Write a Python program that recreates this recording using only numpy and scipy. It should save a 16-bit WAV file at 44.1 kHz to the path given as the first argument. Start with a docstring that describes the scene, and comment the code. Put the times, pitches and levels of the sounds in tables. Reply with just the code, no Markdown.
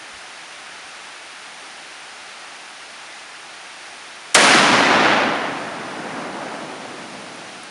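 """A gravel range in a wood: one shot from a heavy rifle, over a steady hiss.
Soft bumps come as the shooter settles. Then the crack and muzzle blast overload a small microphone;
trees and slopes scatter the shot back for three seconds, ever duller, with a second swell from far away.
Two faint metal ticks follow as the rifle is handled."""
import sys
import numpy as np
from scipy import signal
from scipy.fft import rfft, irfft
from scipy.io import wavfile
from scipy.ndimage import uniform_filter1d

SR = 44100
rng = np.random.default_rng(int(sys.argv[2]) if len(sys.argv) > 2 else 0)


def master_out(mix):
    """Clip the mix to full scale and print it as 16-bit PCM to the path in sys.argv[1]."""
    frames = np.transpose(np.atleast_2d(mix))
    ceiling = np.clip(frames, -1, 1)
    pcm = np.round(ceiling * 32767).astype(np.int16)
    wavfile.write(sys.argv[1], SR, pcm)


N = 339567
TIME = np.arange(N) / SR
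SHOT_S = 4.3453

# tone of the background bed: freq_hz, relative_db
HISS_EQ = [(30, -32), (65, -24), (110, -17.5), (200, -11.5), (330, -6.5), (480, -8), (760, 0.0), (1020, -3),
           (1350, 0.0), (2650, -2.5), (3300, -5.5), (5800, -10.0), (7500, -15), (9600, -14)]
# handling, low bumps then light metal ticks: start_s, peak_db, pitch_hz, swell_s
HANDLING_HITS = [(.015, -53, 125, .008), (.128, -53, 55, .016), (.158, -52, 95, .006),
                 (.724, -61, 100, .008), (.842, -61, 80, .007), (7.361, -33, 9500, .0003),
                 (7.635, -24, 9950, .00025)]
# tone of the echo off the nearest trees: freq_hz, relative_db
TREE_EQ = [(30, -37), (60, -32), (110, -18), (170, -7), (280, 0.5), (430, -4.5), (680, 0.0), (1050, -1.0),
           (1400, 0), (2000, -0.5), (3500, -5.5), (6000, -10.0), (8200, -13.5), (10000, -11)]
# how air and leaves darken the echo as it travels: freq_hz, loss_db_per_s
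AIR_LOSS = [(40, 7), (110, 1), (170, 1), (280, 2), (450, 2.5), (750, 3), (1400, 6), (2000, 8.5), (3500, 13),
            (6000, 21.5), (10000, 40)]
# land that answers the shot: the nearest trees, a bank, the back of the wood, a far slope,
# a duller thud within it, and a last low grumble from the hills:
# full_at_s, level_db, swell_db_per_s, hold_s, fade_db_per_s, bass_db
LAND_RETURNS = [(4.382, -11.1, 42, .16, 39, -1), (4.72, -15.5, 40, .05, 20, 5.5),
                (5.049, -15.5, 18, .11, 37.5, -6), (6.153, -30, 7.5, .26, 11.5, -0.5),
                (6.13, -36.5, 150, .06, 90, 5), (7.08, -43.5, 16, .22, 21, 10)]
# single echoes that stand out, the first from the ground and bank close by: start_s, peak_db, push_ms
SLAP_ECHOES = [(4.3532, -2.5, 0.37), (4.3563, -6, .2), (4.36, -4, 0.26), (4.3613, -6, 0.32),
               (4.3655, -3.5, 0.26), (4.37, 2, 0.29), (4.510, 0, 0.17), (4.754, -1, 0.48),
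               (4.807, 0.5, 0.34)]
# pressure bursts of the shot, crack, blast and boom:
# start_s, peak_rms_db, rise_s, decay_s, length_s, centre_hz, width_octaves
SHOT_BURSTS = [(4.3443, -5.5, 0.0044, 0.015, 0.029, 8200, 1), (4.3477, -6.5, 0.0033, 0.015, 0.024, 1750, 1),
               (4.3693, -8, .0015, 0.016, .03, 700, 0.63)]


def amp(db):
    """Decibels to gain."""
    return 10 ** (np.asarray(db) / 20)


def unit_rms(x):
    """Scales to rms 1."""
    return x / np.sqrt(np.mean(x ** 2) + 1e-20)


def curve_at(points, hz):
    """Reads a curve on a log-frequency axis."""
    f, value = np.transpose(points)
    return np.interp(np.log(hz + 1), np.log(f + 1), value)


def eq(x, gain):
    """Filters x by a gain that is a function of frequency."""
    return irfft(rfft(x) * gain(np.fft.rfftfreq(len(x), 1 / SR)), len(x))


def place(mix, start_s, sound):
    """Drops a sound into the mix."""
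    part = mix[round(start_s * SR):][:len(sound)]
    part += sound[:len(part)]


def hiss_bed(level_db=-36.5, waver_db=0.22):
    """An even, far-off rush that barely wavers."""
    rush = unit_rms(eq(rng.standard_normal(N), lambda f: amp(curve_at(HISS_EQ, f))))
    waver = unit_rms(eq(rng.standard_normal(N), lambda f: np.exp(-f / 6)))
    return amp(level_db + waver_db * waver) * rush


def handling():
    """Each contact swells and dies quickly: low for the body on the mat, high for metal."""
    out, t = np.zeros(N), np.arange(SR // 5) / SR
    for start_s, peak_db, pitch_hz, swell_s in HANDLING_HITS:
        envelope = t / swell_s * np.exp(1 - t / swell_s)
        place(out, start_s, amp(peak_db) * envelope * np.sin(2 * np.pi * pitch_hz * t))
    return out


def land_response(hz, t, bass_hz=260):
    """Each stretch of land swells in, holds as the blast sweeps across it, and fades; distance dulls it."""
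    travel_s = np.maximum(t - SHOT_S, 0)
    tone_db = curve_at(TREE_EQ, hz)[:, None] - curve_at(AIR_LOSS, hz)[:, None] * travel_s
    bass_shelf = 1 / (1 + (hz[:, None] / bass_hz) ** 4)
    power = 0
    for full_at_s, level_db, swell, hold_s, fade, bass_db in LAND_RETURNS:
        early_s, late_s = np.maximum(full_at_s - t, 0), np.maximum(t - full_at_s - hold_s, 0)
        envelope = amp(level_db - swell * early_s - fade * late_s)
        tone = amp(tone_db + bass_db * bass_shelf) ** 2
        power = power + envelope ** 2 * tone / tone.mean(axis=0)
    return np.sqrt(power)


def rolling_tail(scatter_db=1.94, patchy_db=0.38, fade_in_s=0.037, echoes_per_s=9000):
    """Thousands of small echoes of uneven size; the later ones have come further and lost their treble."""
    sizes = amp(scatter_db * np.minimum(rng.exponential(1, N), 5)) * rng.choice([-1, 1], N)
    echoes = unit_rms(sizes * (rng.random(N) < echoes_per_s / SR))
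    hz, t, spectrum = signal.stft(echoes, SR, nperseg=1024, noverlap=768)
    # each clump of trees returns its own patch of the spectrum
    patches = uniform_filter1d(rng.standard_normal(spectrum.shape), size=16, axis=0)
    patches = unit_rms(uniform_filter1d(patches, size=6, axis=1))
    shaped = spectrum * land_response(hz, t) * amp(patchy_db * patches)
    _, wash = signal.istft(shaped, SR, nperseg=1024, noverlap=768)
    return wash[:N] * np.clip((TIME - SHOT_S) / fade_in_s, 0, 1)


def slapback(low_hz=250, high_hz=2800):
    """Hard faces return the blast wave whole: a sharp push and a longer suck, dulled by distance."""
    out, ms = np.zeros(N), 1000 * np.arange(SR // 40) / SR
    path = signal.butter(2, [low_hz, high_hz], "bandpass", fs=SR, output="sos")
    for start_s, peak_db, push_ms in SLAP_ECHOES:
        pulse = (1 - ms / push_ms) * np.exp(-ms / push_ms)
        slap = signal.sosfilt(path, pulse)
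        place(out, start_s, amp(peak_db) * slap / abs(slap).max())
    return out


def rifle_shot(release_s=.003):
    """Bright crack, muzzle blast, then a low boom off the bank: turbulent bursts that swell, sag and stop."""
    out, t = np.zeros(N), np.arange(SR // 4) / SR
    for start_s, peak_rms_db, rise_s, decay_s, length_s, centre_hz, octaves in SHOT_BURSTS:
        noise = rng.standard_normal(len(t))
        gas = eq(noise, lambda f: np.exp(-.5 * (np.log2((f + 1) / centre_hz) / octaves) ** 2))
        attack = np.sqrt(np.minimum(t / rise_s, 1))
        sag = np.exp(-np.maximum(t - rise_s, 0) / decay_s)
        gate = np.clip((length_s - t) / release_s, 0, 1)
        place(out, start_s, amp(peak_rms_db) * attack * sag * gate * unit_rms(gas))
    return out


def scene():
    """The shot, its echoes, the handling and the bed, in mono."""
    return (rifle_shot() + rolling_tail() + slapback() + handling() + hiss_bed())[None]


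def record(dry, notch_hz=7900, notch_width_hz=200, notch_db=5, top_hz=10200, ceiling=1.0, cutoff_hz=11600):
    """The microphone port cuts a notch and the top end; the loudest peaks overload; a low-pass follows."""
    def port(f):
        notch = amp(-notch_db * np.exp(-((f - notch_hz) / notch_width_hz) ** 2))
        return notch / np.sqrt(1 + (f / top_hz) ** 52)
    coloured = eq(dry[0], port)
    clipped = coloured / (1 + (coloured / ceiling) ** 8) ** (1 / 8)
    lowpass = signal.firwin(301, cutoff_hz, window=("kaiser", 8), fs=SR)
    return signal.oaconvolve(clipped, lowpass, "same")[None]


dry = scene()
out = record(dry)
master_out(out)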